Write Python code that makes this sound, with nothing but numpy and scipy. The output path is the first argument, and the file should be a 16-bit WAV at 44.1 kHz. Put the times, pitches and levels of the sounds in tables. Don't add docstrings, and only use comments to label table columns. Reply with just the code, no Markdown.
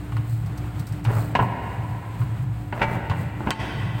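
import sys
import numpy as np
from scipy import signal
from scipy.fft import rfft, irfft
from scipy.io import wavfile
from scipy.ndimage import uniform_filter1d, minimum_filter1d

SR = 44100
rng = np.random.default_rng(int(sys.argv[2]) if len(sys.argv) > 2 else 0)


def wav_out(sig):
    wavfile.write(sys.argv[1], SR, np.round(np.clip(np.atleast_2d(sig).T, -1, 1) * 32767).astype(np.int16))


N = 176400
TIME_S, HIT_TIME_S = np.arange(N) / SR, np.arange(SR // 2) / SR
TOP_HZ, CLATTER_T60_S = 15950, 0.0987

# frequency in Hz, relative density in dB.
CLATTER_SPECTRUM = [(150, -16.5), (400, -1.5), (650, -3.5), (900, 12), (1150, -5.5), (1700, -2),
                    (2300, -2.5), (3050, -2.5), (3400, -12.5), (4500, -14), (5500, -25.5), (9000, -20.5),
                    (16000, -42.5)]


def undb(db):
    return 10 ** (np.asarray(db) / 20)


def unit(x):
    return x / np.sqrt(np.mean(x ** 2))


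def along_hz(points, hz):
    p = np.array(points, float)
    return np.interp(np.log(np.maximum(hz, 1)), np.log(p[:, 0]), p[:, 1])


def colour(x, spectrum):
    gain = undb(along_hz(spectrum, np.fft.rfftfreq(len(x), 1 / SR)))
    return unit(irfft(rfft(x) * gain, len(x)))


def resonate(x, hz, width_hz):
    f = np.maximum(np.fft.rfftfreq(len(x), 1 / SR), 1)
    detuning = (f / hz - hz / f) * hz / width_hz / np.sqrt(2)
    return unit(irfft(rfft(x) / (1 + 1j * detuning) ** 2, len(x)))


def fade(t60_s, t=HIT_TIME_S):
    return np.exp(-np.log(1000) * t / t60_s)


def wander(rate_hz):
    span = int(SR / rate_hz)
    return unit(uniform_filter1d(uniform_filter1d(rng.standard_normal(N), span), span))


def grains(per_s):
    return rng.standard_normal(N) * (rng.random(N) < per_s / SR)


def place(hits):
    track = np.zeros(N)
    for start_s, sound in hits:
        i = int(start_s * SR)
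        track[i:i + len(sound)] += sound[:N - i]
    return track


def swells(rows):
    envelope = np.zeros(N)
    for start_s, length_s, db in rows:
        ramp = np.interp(TIME_S, [start_s, start_s + 0.344 * length_s, start_s + length_s], [0, 1, 0])
        envelope += undb(db) * np.sin(np.pi / 2 * ramp)
    return envelope


def ring(modes):
    sound = np.zeros(len(HIT_TIME_S))
    for hz, db, t60_s in modes:
        level, tuning, polarity = rng.standard_normal(3)
        tone = np.sin(2 * np.pi * hz * (1 + 0.00413 * tuning) * HIT_TIME_S)
        sound += undb(db + 2 * level) * np.sign(polarity) * tone * fade(t60_s)
    return sound


def burst(spectrum, t60_s):
    return colour(rng.standard_normal(len(HIT_TIME_S)), spectrum) * fade(t60_s)


def drum_rumble():
    # frequency in Hz, width in Hz, relative level in dB.
    modes = [(113.11, 12.06, 4), (92.78, 3.12, -12.5), (129.73, 13.3, -14), (151.33, 6.97, -14),
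             (170.9, 19.6, -15)]
    # time in seconds, relative level in dB.
    force_curve = [(0.0, -34), (0.08, -39), (0.191, -17.5), (0.26, -31.5), (0.32, -20), (0.41, -27),
                   (0.44, -23.5), (0.57, -34), (0.67, -23.5), (0.72, -38), (0.81, -22.5), (0.86, -39),
                   (0.929, -21), (0.981, -39), (1.09, -14.5), (1.12, -27.5), (1.16, -16.5), (1.24, -26),
                   (1.38, -33.5), (1.4, -18.5), (1.61, -38), (1.65, -30), (1.77, -37), (1.791, -22.5),
                   (1.87, -33), (1.89, -24), (2.049, -36.5), (2.09, -29), (2.13, -34), (2.18, -24),
                   (2.23, -19), (2.26, -26), (2.509, -23.5), (2.64, -34), (2.96, -24.5), (3.07, -39),
                   (3.111, -18), (3.13, -30.5), (3.24, -22.5), (3.29, -33), (3.5, -29), (3.56, -33),
                   (3.61, -29), (3.69, -43.5), (3.719, -29), (3.87, -23.5), (3.92, -29), (3.97, -23),
                   (4.0, -36)]
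    bumps = grains(per_s=300)
    rumble = sum(undb(db) * resonate(np.roll(bumps, k * SR // 10), hz, width_hz)
                 for k, (hz, width_hz, db) in enumerate(modes))
    span = int(0.0623 * SR)
    power = uniform_filter1d(uniform_filter1d(rumble ** 2, span), span // 2)
    force_db = np.interp(TIME_S, *np.array(force_curve).T) - 0.5
    return rumble / np.sqrt(power) * undb(force_db)


def lid_knocks():
    # start in seconds, strength in dB, low-pass in Hz, relative dB of thud, clonk and crack.
    contacts = [(1.05,-37,4000,-4,-23,5), (1.103,-27.5,1600,12,-10.5,-19), (1.3517,-14.5,2844,-2,3.5,-13),
                (1.391,-16.5,1500,-0.5,1,-38.5), (1.399,-19,1610,8.5,-15.5,-34),
                (1.4259,-22,1100,-2.5,-1.5,-36.5), (2.7253,-22,2210,2,-8.5,-40.5),
                (2.7937,-29.5,2180,-2.5,-14,-13), (2.813,-21.5,1870,7,-16,-26.5),
                (2.817,-13.5,2470,-11,-22.5,-14), (2.828,-16.5,2200,0,-20,-11.5),
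                (2.944,-27.5,1300,8,-12,-25), (3.098,-32,3480,9.5,-28.5,-0.5),
                (3.113,-20.5,1460,1.5,-3,-23), (3.406,-30,1200,12,-8.5,-25.5), (3.471,-22,2560,9,-11,-38.5),
                (3.487,-19.5,896,7.5,-19,-30.5)]
    # frequency in Hz, relative level in dB, T60 in seconds.
    lid_modes = [(387.6,-10.5,0.151), (494,-13,0.1), (579,-8,0.186), (759.8,-8.5,0.233), (896.7,-9,0.49),
                 (1342,-5.5,0.104), (1462,-1.5,0.0697), (1661.9,-9.5,0.16), (1889.6,-5.5,0.06),
                 (2137,-4.5,0.057), (2814.6,-10,0.104)]
    hollow_modes = [(775, -3, 0.0417), (882.3, -4, 0.08), (980.3, 2.5, 0.075), (1048.4, -6, 0.0956)]
    # frequency in Hz, relative density in dB.
    crack_spectrum = [(800, 5), (2500, 10.5), (3900, 0.5), (5500, -9), (8300, -14), (10000, -26),
                      (16000, -27)]
    hits = []
    for start_s, db, cutoff_hz, thud_db, clonk_db, crack_db in contacts:
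        thud = resonate(rng.standard_normal(len(HIT_TIME_S)), hz=145.6, width_hz=158) * fade(0.1294)
        body = undb(-8) * ring(lid_modes) + undb(-2.5) * burst(CLATTER_SPECTRUM, CLATTER_T60_S)
        softness = signal.butter(2, cutoff_hz, fs=SR, output="sos")
        blow = signal.sosfilt(softness, body + undb(thud_db - 9) * thud)
        clonk = undb(clonk_db) * ring(hollow_modes)
        crack = undb(crack_db) * burst(crack_spectrum, t60_s=0.1027)
        hits.append((start_s, undb(db) * (blow + clonk + crack)))
    return place(hits)


def lid_snap():
    # start in seconds, strength in dB.
    snaps = [(3.5065, -6)]
    # frequency in Hz, relative level in dB, T60 in seconds.
    rim_modes = [(886.8,-2,0.218), (1090,-5,0.119), (1481,-5,0.128), (1970.5,-1,0.084), (2534,-13,0.132),
                 (2880,-5,0.071), (3130,-3,0.16), (3930,-12,0.104), (4468,-10.5,0.15), (7530,-25,0.086)]
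    # frequency in Hz, relative density in dB.
    rim_spectrum = [(300, -2), (650, -3.5), (900, 8.5), (1250, 0.5), (2000, 1.5), (3100, -2.5),
                    (3400, -20.5), (4500, -11.5), (5400, -23.5), (8300, -13.5), (9800, -38)]
    click_spectrum = [(800,-3), (3500,0), (5000,-13), (7500,-11), (8400,-3), (9300,-18), (15000,-18),
                      (18000,-40)]
    spike_hz, spike_decay_s = 2400, 0.0001
    spike = undb(19.5) * np.sin(2 * np.pi * spike_hz * HIT_TIME_S) * np.exp(-HIT_TIME_S / spike_decay_s)
    click = undb(-4) * burst(click_spectrum, t60_s=0.0092)
    rim = undb(-12.5) * ring(rim_modes) + undb(-6) * burst(rim_spectrum, t60_s=0.09)
    return place((start_s, undb(db) * (spike + click + rim)) for start_s, db in snaps)


def lingering_pings():
    # start in seconds, level in dB, frequency in Hz, T60 in seconds.
    pings = [(2.726, -38, 610, 0.35), (2.817, -27.5, 2293, 0.38)]
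    return place((start_s, undb(db) * np.sin(2 * np.pi * hz * HIT_TIME_S) * fade(t60_s))
                 for start_s, db, hz, t60_s in pings)


def lid_slides():
    # start in seconds, length in seconds, level in dB.
    strokes = [(1.04, 0.243, -31), (2.73, 0.169, -33.5), (2.85, 0.1706, -33), (3.41, 0.179, -35)]
    # frequency in Hz, relative density in dB.
    scrape_spectrum = [(150, 5.5), (350, -1.5), (800, 4), (1400, -2.5), (2500, -15.5), (4000, -31),
                       (8000, -34), (16000, -36)]
    scrape = colour(grains(per_s=1800), scrape_spectrum)
    return scrape * swells(strokes) * undb(0.71 * wander(rate_hz=67))


def arm_clanks():
    # start in seconds, strength in dB.
    clanks = [(.121, -34.5), (.167, -29.5), (2.216, -34.5)]
    # frequency in Hz, relative level in dB, T60 in seconds.
    arm_modes = [(1094.5, -2, 0.076), (1226.4, -1.5, 0.034), (1456.8, -4.5, 0.0745), (1836, -14, 0.068)]
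    hits = []
    for start_s, db in clanks:
        clank = ring(arm_modes) + undb(-5.5) * burst(CLATTER_SPECTRUM, CLATTER_T60_S)
        hits.append((start_s, undb(db) * clank))
    return place(hits)


def handle_clinks():
    # start in seconds, strength in dB.
    clinks = [(0.46, -47), (0.575, -42), (0.794, -41), (.868, -41), (0.887, -48), (.922, -46), (1.042, -42)]
    # frequency in Hz, relative level in dB, T60 in seconds.
    handle_modes = [(8350,-1,0.087), (10920,-12.5,0.147), (14100,-11.5,.1)]
    # frequency in Hz, relative density in dB.
    rattle_spectrum = [(1500, -25.5), (4500, 7), (6800, -0.5), (8300, 6), (9500, -3), (15500, 0)]
    attack = 1 - np.exp(-HIT_TIME_S / 0.001)
    hits = []
    for start_s, db in clinks:
        rattle = undb(-7.5) * ring(handle_modes) + burst(rattle_spectrum, t60_s=0.0795)
        hits.append((start_s, undb(db) * rattle * attack))
    return place(hits)


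def drive_hum():
    # frequency in Hz, width in Hz, level in dB.
    bands = [(62.03, 5.3, -41), (74.8, 22.9, -43.5), (151.82, 3.93, -47), (296.62, 4.28, -44.5),
             (732.5, 4, -60)]
    return sum(undb(db) * resonate(rng.standard_normal(N), hz, width_hz) for hz, width_hz, db in bands)


def bearing_noise():
    # frequency in Hz, relative density in dB.
    rolling_spectrum = [(25, -16), (45, -16), (90, 0), (180, 1.5), (235, -9.5), (330, -10), (480, -16.5),
                        (760, -15), (1400, -19.5), (2500, -25.5), (4200, -34.5), (5800, -43), (8300, -35.5),
                        (9500, -45), (15500, -41)]
    return colour(rng.standard_normal(N), rolling_spectrum) * undb(-38.5 + 1.5 * wander(rate_hz=12.7))


def roller_whine():
    start_s, length_s, db = 0.52, 0.6, -57
    return resonate(rng.standard_normal(N), hz=1400, width_hz=52) * swells([(start_s, length_s, db)])


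def sleeve_rustle():
    # start in seconds, length in seconds, level in dB.
    movements = [(.22, 0.244, -53), (.76, 0.081, -64), (1.08, 0.258, -45.5), (1.39, 0.09, -53.5),
                 (1.84, 0.17, -62.5), (2.18, 0.0757, -53.5), (2.89, 0.098, -53), (3.16, 0.092, -52)]
    # frequency in Hz, relative density in dB.
    cloth_spectrum = [(1000, -31.5), (4200, 5), (6000, -5), (8300, 7.5), (9500, -2.5), (12000, -2),
                      (15500, 6)]
    friction = colour(grains(per_s=5000), cloth_spectrum)
    motion = swells(movements) * undb(2 * wander(rate_hz=72))
    bed = undb(-63 + 2.5 * wander(rate_hz=35.6))
    return friction * (motion + bed)


def hall_echo(x):
    # frequency in Hz, T60 in seconds.
    decay_times = [(100, 0.01), (400, 2.5), (900, 3), (2800, 3), (4500, 1.58), (8000, 1.45), (16000, 1.5)]
    # frequency in Hz, relative density in dB.
    echo_spectrum = [(100, 13), (400, 0.5), (900, -2.5), (1250, -5), (2000, -0.5), (3000, -5), (4500, -6),
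                     (5500, -6.5), (8000, -10.5), (11000, -9), (16000, -11)]
    bins_hz, centres_hz = np.fft.rfftfreq(N, 1 / SR), np.geomspace(60, 16000, 14)
    noise = rfft(rng.standard_normal(N)) * undb(along_hz(echo_spectrum, bins_hz))
    tail = np.zeros(N)
    for hz, weights in zip(centres_hz, np.eye(len(centres_hz))):
        band = irfft(noise * along_hz(list(zip(centres_hz, weights)), bins_hz), N)
        tail += band * fade(along_hz(decay_times, hz), TIME_S)
    build_up = 1 - np.exp(-TIME_S / 0.025)
    return undb(-1.5) * signal.fftconvolve(x, tail * build_up * 2 / np.sqrt(SR))[:N]


def scene():
    contacts = lid_slides() + lid_knocks() + lid_snap() + handle_clinks() + arm_clanks()
    mill = drum_rumble() + drive_hum() + bearing_noise() + roller_whine()
    return (mill + contacts + lingering_pings() + hall_echo(contacts) + sleeve_rustle())[None]


def record(dry):
    limit_db, hold_s, ahead_s = -5.5, 0.083, 0.004
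    hold, ahead = int(hold_s * SR), int(ahead_s * SR)
    wanted = np.minimum(1, undb(limit_db) / (np.abs(dry[0]) + 1e-9))
    held = np.roll(minimum_filter1d(wanted, hold + 2 * ahead), hold // 2)
    gain = uniform_filter1d(held, 2 * ahead)
    return signal.sosfilt(signal.ellip(10, .2, 80, TOP_HZ, fs=SR, output="sos"), dry * gain)


dry = scene()
out = record(dry)
wav_out(out)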